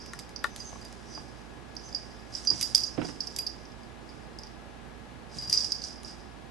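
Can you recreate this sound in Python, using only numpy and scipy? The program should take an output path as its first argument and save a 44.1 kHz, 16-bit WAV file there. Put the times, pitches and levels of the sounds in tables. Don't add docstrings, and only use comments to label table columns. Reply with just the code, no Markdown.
import sys
import numpy as np
from scipy import signal
from scipy.fft import rfft, irfft
from scipy.io import wavfile
from scipy.ndimage import uniform_filter1d

SR = 44100
rng = np.random.default_rng(int(sys.argv[2]) if len(sys.argv) > 2 else 0)


def master_out(mix):
    frames = np.transpose(np.atleast_2d(mix))
    ceiling = np.clip(frames, -1, 1)
    pcm = np.round(ceiling * 32767).astype(np.int16)
    wavfile.write(sys.argv[1], SR, pcm)


N = 287046
TIME_S = np.arange(N) / SR
RING_TIME_S = np.arange(SR // 5) / SR
TAG_HZ = 4838

# t/s, main mode/dB, clang/dB, tick/dB, time until damped/s
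STRIKES_AND_ECHOES = [(.189, -42.5, -43, -59, 0.018), (.3609, -30.5, -28, -58, 0.0026),
                      (.601, -36.5, -43, -51, 0.052), (.813, -47, -54, -54, 0.016),
                      (.853, -46, -50, -60, .024), (1.150, -38.5, -41, -66, 0.053),
                      (1.766, -31.5, -34, -62, .003), (1.926, -39, -44, -59, .0035),
                      (1.9474, -24, -27.5, -47, .0058), (1.96, -33.5, -51.5, -64, 0.061),
                      (2.35, -32.5, -26.5, -61, .0078), (2.4725, -18, -21, -58, 0.024),
                      (2.5019, -16.5, -20.5, -57, 0.0058), (2.6118, -25, -23, -22.5, 0.0023),
                      (2.627, -23.5, -24, -28, .064), (2.7485, -7.5, -13.5, -20, 0.0026),
                      (2.7547, -17, -17, -27, 0.0032), (2.7785, -29.5, -34.5, -35, .025),
                      (2.8353, -24, -23.5, -40.5, 0.017), (3.0496, -37, -47, -60.5, .006),
                      (3.2047, -25, -25.5, -44, 0.0056), (3.2712, -32.5, -27.5, -46, 0.0059),
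                      (3.363, -32, -32, -33, 0.0025), (3.3869, -26, -35, -27.5, 0.025),
                      (3.465, -25, -42, -56, 0.011), (3.4681, -21, -27, -44, 0.0058),
                      (3.652, -54, -43, -71, 0.00525), (3.718, -50, -48, -77, 0.0032),
                      (3.833, -48, -52, -58, 0.002), (4.091, -43, -46, -68.5, 0.002),
                      (4.3871, -40, -35, -51, 0.0033), (4.434, -41.5, -39, -60, 0.0029),
                      (4.47, -42, -42, -62, 0.0026), (5.385, -32.5, -37, -45, 0.047),
                      (5.423, -32.5, -45, -46, .058), (5.4736, -34, -45, -50, 0.0132),
                      (5.4969, -24.5, -27, -33, 0.0054), (5.5271, -13.5, -15.5, -28, 0.0035),
                      (5.538, -24.5, -28, -31.5, .041), (5.573, -19, -15, -47, 0.0092),
                      (5.605, -22, -37, -44, 0.0051), (5.6444, -25.5, -23.5, -43, 0.0063),
                      (5.72, -19, -19.5, -38, 0.0039), (5.819, -25, -28, -57, 0.0016),
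                      (5.8376, -30, -27, -52, 0.0043), (6.047, -38.5, -38, -56, 0.0035)]
# t/s, level/dB
CLAW_SNAGS = [(0.0617, -37.5), (0.1343, -33.5), (.191, -30.5), (.197, -34.5), (.293, -40), (0.4411, -26.5),
              (.5623, -30), (0.85, -37.5), (.927, -37), (1.753, -43), (2.365, -48), (2.451, -34.5),
              (2.593, -44), (2.6208, -24), (5.5113, -35), (6.033, -36.5)]
# peak t/s, rise/s, fade/s, tag shaking/dB, fur rubbing/dB
CAT_MOVES = [(.02, 0.066, 0.17, -50, -68), (.58, 0.041, 0.51, -58, -59), (1.148, 0.06, .16, -54.5, -63),
             (1.93, 0.17, 0.37, -56.5, -65), (2.37, 0.049, 0.099, -45, -51), (2.63, 0.13, 0.12, -45, -49),
             (2.78, .02, 0.09, -46, -49), (3.08, 0.062, 0.065, -47, -54), (3.23, .02, 0.3, -57, -60.5),
             (4.13, 0.098, 0.155, -63.5, -70), (5.39, 0.056, 0.12, -44, -53),
             (5.55, 0.047, 0.11, -33, -43.5), (5.85, 0.029, 0.059, -39.5, -51),
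             (6.08, 0.042, 0.082, -48, -58.5)]


def tag_clinks(t60_s=0.2, tick_s=0.0025, stop_s=0.00031, muffled=0.052, bite=0.15, bite_s=0.0022):
    tick_spectrum = [(500, -39), (1400, -17), (2400, -5), (3500, -7), (6000, 2), (7500, -1.5), (8500, -4.5),
                     (9300, 0), (10400, -6.5), (11500, -1.5)]
    collar_side = [(0, -9), (2.8, -11), (3.3, -6.5), (4.1, 3), (5.53, -0.5), (5.6, -6), (6, -7.5)]
    out = np.zeros((2, N))
    for s, main_db, clang_db, tick_db, free_s in STRIKES_AND_ECHOES:
        pan_db = np.interp(s, *np.transpose(collar_side))
        main = ring([(TAG_HZ, 0, t60_s)], detune=0.0015) * amp(main_db + 0.3)
        upper = tag_clang() * amp(clang_db - 0.5)
        tone = phase_panned(main, 0.15, pan_db - 0.5) + phase_panned(upper, 0.78, pan_db)
        damping = muffled + (1 - muffled) * np.exp(-np.maximum(RING_TIME_S - free_s, 0) / stop_s)
        swing = damping + bite * np.exp(-RING_TIME_S / bite_s)
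        tick = burst(tick_spectrum, tick_s) * amp(tick_db + 5)
        add(out, s, swing * tone + panned(tick, -3))
    return out


def tag_clang():
    upper_modes = [(4720, -7, 0.024), (5170, -9, 0.041), (5140, 7, 0.049), (5154, -4.5, 0.026),
                   (5444, -0.5, 0.067), (5720, 1, 0.031), (5877, 0.5, 0.034), (6510, -14.5, 0.091),
                   (7420, -23, 0.064), (8760, -29, .05)]
    return ring(upper_modes, scatter_db=2.5, detune=0.014)


def tag_jiggle(gain_db=-1, clang_db=0.5, t60_s=0.044, spots=20):
    out = np.zeros((2, N))
    for _ in range(spots):
        main = ring([(TAG_HZ, 0, t60_s)], detune=0.003)
        chink = phase_panned(main, 0.15, -3.5) + amp(clang_db) * phase_panned(tag_clang(), 0.46, -5.5)
        touches = contacts(per_s=14, spread_db=3)
        out += signal.oaconvolve(touches[None], chink[:, :SR // 10], axes=1)[:, :N]
    return amp(gain_db) * tag_shaking() * evened(out)


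def tag_shaking(jolt_s=0.0066, rattle_db=-23, rattle_s=0.091):
    moves = sum((amp(db) * swell(s, rise_s, fade_s)) ** 2 for s, rise_s, fade_s, db, _ in CAT_MOVES)
    rattles = sum((amp(clang_db + rattle_db) * swell(s + jolt_s, jolt_s, rattle_s)) ** 2
                  for s, _, clang_db, _, _ in STRIKES_AND_ECHOES)
    return np.sqrt(moves + rattles)


def collar_slides(t60_s=0.014):
    slides = [(0.533, 0.073, -58, 6130), (0.609, 0.082, -53, 6230), (0.679, 0.066, -47, 6270),
              (0.743, .12, -59, 6100), (1.07, 0.036, -60, 5600), (1.14, 0.11, -56, 5960),
              (1.863, 0.055, -50.5, 6120), (2.461, 0.037, -43, 5950), (2.561, .02, -42, 5950),
              (2.602, 0.021, -43, 6030), (2.87, .025, -44.5, 6380)]
    out = np.zeros(N)
    for s, length_s, db, hz in slides:
        t = np.arange(-1.5 * length_s, 1.2 * length_s, 1 / SR)
        friction = rng.standard_normal(len(t))
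        song = signal.oaconvolve(friction, ring([(hz, 0, t60_s)]).real)[:len(t)]
        add(out, s + t[0], amp(db) * evened(song) * np.exp(-(2 * t / length_s) ** 2))
    return panned(out, -4)


def carpet_scuffs(rub_db=2.5, snap_s=0.0011):
    fur_spectrum = [(300, -17), (1000, -1), (2500, -3), (4000, 5), (6000, 7.5), (7500, 4), (9500, 0),
                    (11500, -10.5)]
    snap_spectrum = [(800, -28), (2000, 3), (4500, 1), (7000, 1), (9300, 0), (11500, -3)]
    grains = contacts(per_s=3000, spread_db=4.5)
    out = amp(rub_db) * carpet_rubbing() * evened(coloured(grains, fur_spectrum))
    for s, db in CLAW_SNAGS:
        add(out, s, amp(db) * burst(snap_spectrum, snap_s))
    return panned(out, -4.5)


def carpet_rubbing(grip_s=0.0044, drag_db=-23.5, drag_s=0.019):
    moves = sum((amp(db) * swell(s, rise_s, fade_s)) ** 2 for s, rise_s, fade_s, _, db in CAT_MOVES)
    drags = sum((amp(db + drag_db) * swell(s + grip_s, grip_s, drag_s)) ** 2 for s, db in CLAW_SNAGS)
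    return np.sqrt(moves + drags)


def clacks(gain_db=1):
    knocks = [(0.1348, -31, 0.93), (0.4429, -12.5, 0.93), (.4535, -27, 0.74), (.728, -35, 0.558),
              (.757, -35, 0.576), (1.177, -34.5, 0.57)]
    object_modes = [(490, -12, 0.026), (690, -16, 0.049), (880, -7, 0.019), (1207, 1, 0.023),
                    (1520, 3.5, 0.03), (1940, 3.5, 0.027), (2190, -9.5, 0.028), (3960, 0, 0.0079),
                    (5200, -4, 0.0072)]
    out = np.zeros(N)
    for s, db, pitch in knocks:
        modes = [(hz * pitch, mode_db, t60_s) for hz, mode_db, t60_s in object_modes]
        add(out, s, amp(db + gain_db) * ring(modes, rise_s=0.00041).real)
    return panned(out, 8.7)


def body_bumps(slap_s=0.0099):
    landings = [(1.175, -38, 150, -45.5), (1.572, -45, 130, -49.5), (2.512, -30.5, 125, -39),
                (2.54, -34.5, 110, -44), (2.978, -19.5, 640, -33), (2.994, -33, 800, -39),
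                (3.016, -30, 1100, -30.5), (3.045, -32, 750, -37), (3.087, -55, 900, -39),
                (5.36, -35, 110, -61), (5.477, -34, 130, -59)]
    floor_modes = [(133, -3.5, 0.082), (164.4, -6, 0.14), (202, -5.5, 0.14), (251, 0, 0.14),
                   (293, 2.5, 0.15), (346, 6, 0.061), (440, -8, 0.061), (523, -2.5, .12), (632, -1, 0.11),
                   (742, 1, 0.13)]
    slap_spectrum = [(100, -10), (250, 4.5), (420, 4.5), (700, -3), (1000, -1.5), (1600, -7.5),
                     (3000, -12.5), (8000, -47)]
    out = np.zeros(N)
    for s, boom_db, cutoff_hz, slap_db in landings:
        modes = [(hz, db - 20 * np.log10(1 + (hz / cutoff_hz) ** 4), t60_s)
                 for hz, db, t60_s in floor_modes]
        boom = ring(modes, rise_s=0.0029).real
        slap = burst(slap_spectrum, slap_s)
        add(out, s, amp(boom_db) * boom + amp(slap_db) * slap)
    return panned(out, -18.5)


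def reflections(x, first_s=0.0015, per_s=2500):
    decay = [(150, 0.48), (1000, 0.077), (5000, 0.24), (12000, 0.22)]
    t = np.arange(SR // 2) / SR
    signs = rng.choice([-1., 1.], (2, len(t)))
    taps = signs * (rng.random(signs.shape) < per_s / SR) * (t > first_s)
    hz, frame_s, bands = signal.stft(taps, SR, nperseg=256)
    fade = amp(-60 * frame_s / value_at(decay, hz)[:, None])
    tail = signal.istft(bands * fade, SR, nperseg=256)[1]
    return signal.fftconvolve(x.mean(0)[None], tail / np.linalg.norm(tail[0]), axes=1)[:, :N]


def fan_and_hum(left_db=-50.5, right_db=-45.5, correlation=0.22):
    air_left = [(20, -18), (45, -5), (100, -3.5), (200, -1), (600, 0.5), (1000, -1), (1900, -5), (2600, -9),
                (4000, -14.5), (5200, -16.5), (7000, -20.5), (12000, -28.5)]
    air_right = [(20, -11), (45, 0.5), (80, 2.5), (160, 2), (330, 1.5), (550, -5.5), (900, -9),
                 (1500, -15.5), (4000, -21), (5200, -25.5), (7000, -30.5), (12000, -35)]
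    hum_lines = [(58.9, -55, -22, 6.5), (119.3, -62.5, -27.5, 4.1), (234.93, -60, -28.5, 9.85),
                 (300.2, -95, -20, 4.4), (702, -69, 6, 2.5), (780, -66, 13, 2.2), (858, -67.5, 30, 0.95),
                 (1682, -66, 13.5, 3.4)]
    left, other = rng.standard_normal((2, N))
    right = correlation * left + np.sqrt(1 - correlation ** 2) * other
    out = np.array([amp(left_db) * coloured(left, air_left), amp(right_db) * coloured(right, air_right)])
    for hz, db, pan_db, width_hz in hum_lines:
        drift_rad = np.cumsum(rng.standard_normal(N)) * np.sqrt(np.pi * width_hz / SR)
        line = np.sin(2 * np.pi * hz * TIME_S + uniform_filter1d(drift_rad, size=2000))
        out += panned(amp(db) * evened(line), pan_db)
    return out


def ring(modes, scatter_db=0, detune=0, rise_s=0.00064):
    hz, db, t60_s = np.transpose(modes)[:, :, None]
    weight, load = rng.standard_normal((2, *hz.shape))
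    size = amp(db + scatter_db * weight)
    phasors = np.exp(2j * np.pi * (hz * (1 + detune * load) * RING_TIME_S + rng.random(hz.shape)))
    attack = 1 - np.exp(-(RING_TIME_S / rise_s) ** 2)
    decay = amp(-60 * RING_TIME_S / t60_s)
    return attack * (size * decay * phasors).sum(0) / np.linalg.norm(size)


def burst(spectrum, fade_s):
    return coloured(rng.standard_normal(len(RING_TIME_S)), spectrum) * np.exp(-RING_TIME_S / fade_s)


def contacts(per_s, spread_db):
    size = amp(spread_db * np.minimum(rng.exponential(1, N), 3)) * rng.choice([-1, 1], N)
    return size * (rng.random(N) < per_s / SR)


def swell(peak_s, rise_s, fade_s):
    early_s, late_s = np.maximum(peak_s - TIME_S, 0), np.maximum(TIME_S - peak_s, 0)
    return np.exp(-np.minimum((early_s / rise_s) ** 2 + late_s / fade_s, 30))


def coloured(x, spectrum):
    gain = evened(amp(value_at(spectrum, np.fft.rfftfreq(len(x), 1 / SR))))
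    return irfft(rfft(x) * gain, len(x))


def panned(x, pan_db):
    gains = amp([[pan_db], [0]])
    return x * gains / gains.mean()


def phase_panned(wave, lead_rad, pan_db):
    return panned(np.array([wave * np.exp(1j * lead_rad), wave]).real, pan_db)


def amp(db):
    return 10 ** (np.asarray(db) / 20)


def evened(x):
    return x / np.sqrt(np.mean(x ** 2) + 1e-20)


def value_at(curve, hz):
    curve_hz, values = np.transpose(curve)
    return np.interp(np.log(hz + 1), np.log(curve_hz), values)


def add(mix, s, sound):
    part = mix[..., max(round(s * SR), 0):][..., :sound.shape[-1]]
    part += sound[..., :part.shape[-1]]


def scene(tag_room_db=-4, scuffle_room_db=-7.5, bump_room_db=-4):
    tag = tag_clinks() + tag_jiggle() + collar_slides()
    scuffle = carpet_scuffs() + clacks()
    bumps = body_bumps()
    right_echoes = panned(reflections(amp(tag_room_db) * tag + amp(bump_room_db) * bumps), -9.5)
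    scuffle_echoes = amp(scuffle_room_db) * reflections(scuffle)
    return tag + scuffle + bumps + right_echoes + scuffle_echoes + fan_and_hum()


def record(dry):
    ceiling, cutoff_hz = 0.85, 11900
    lowpass = signal.firwin(255, cutoff_hz, window=("kaiser", 8), fs=SR)
    return signal.oaconvolve(ceiling * np.tanh(dry / ceiling), lowpass[None], "same")


dry = scene()
out = record(dry)
master_out(out)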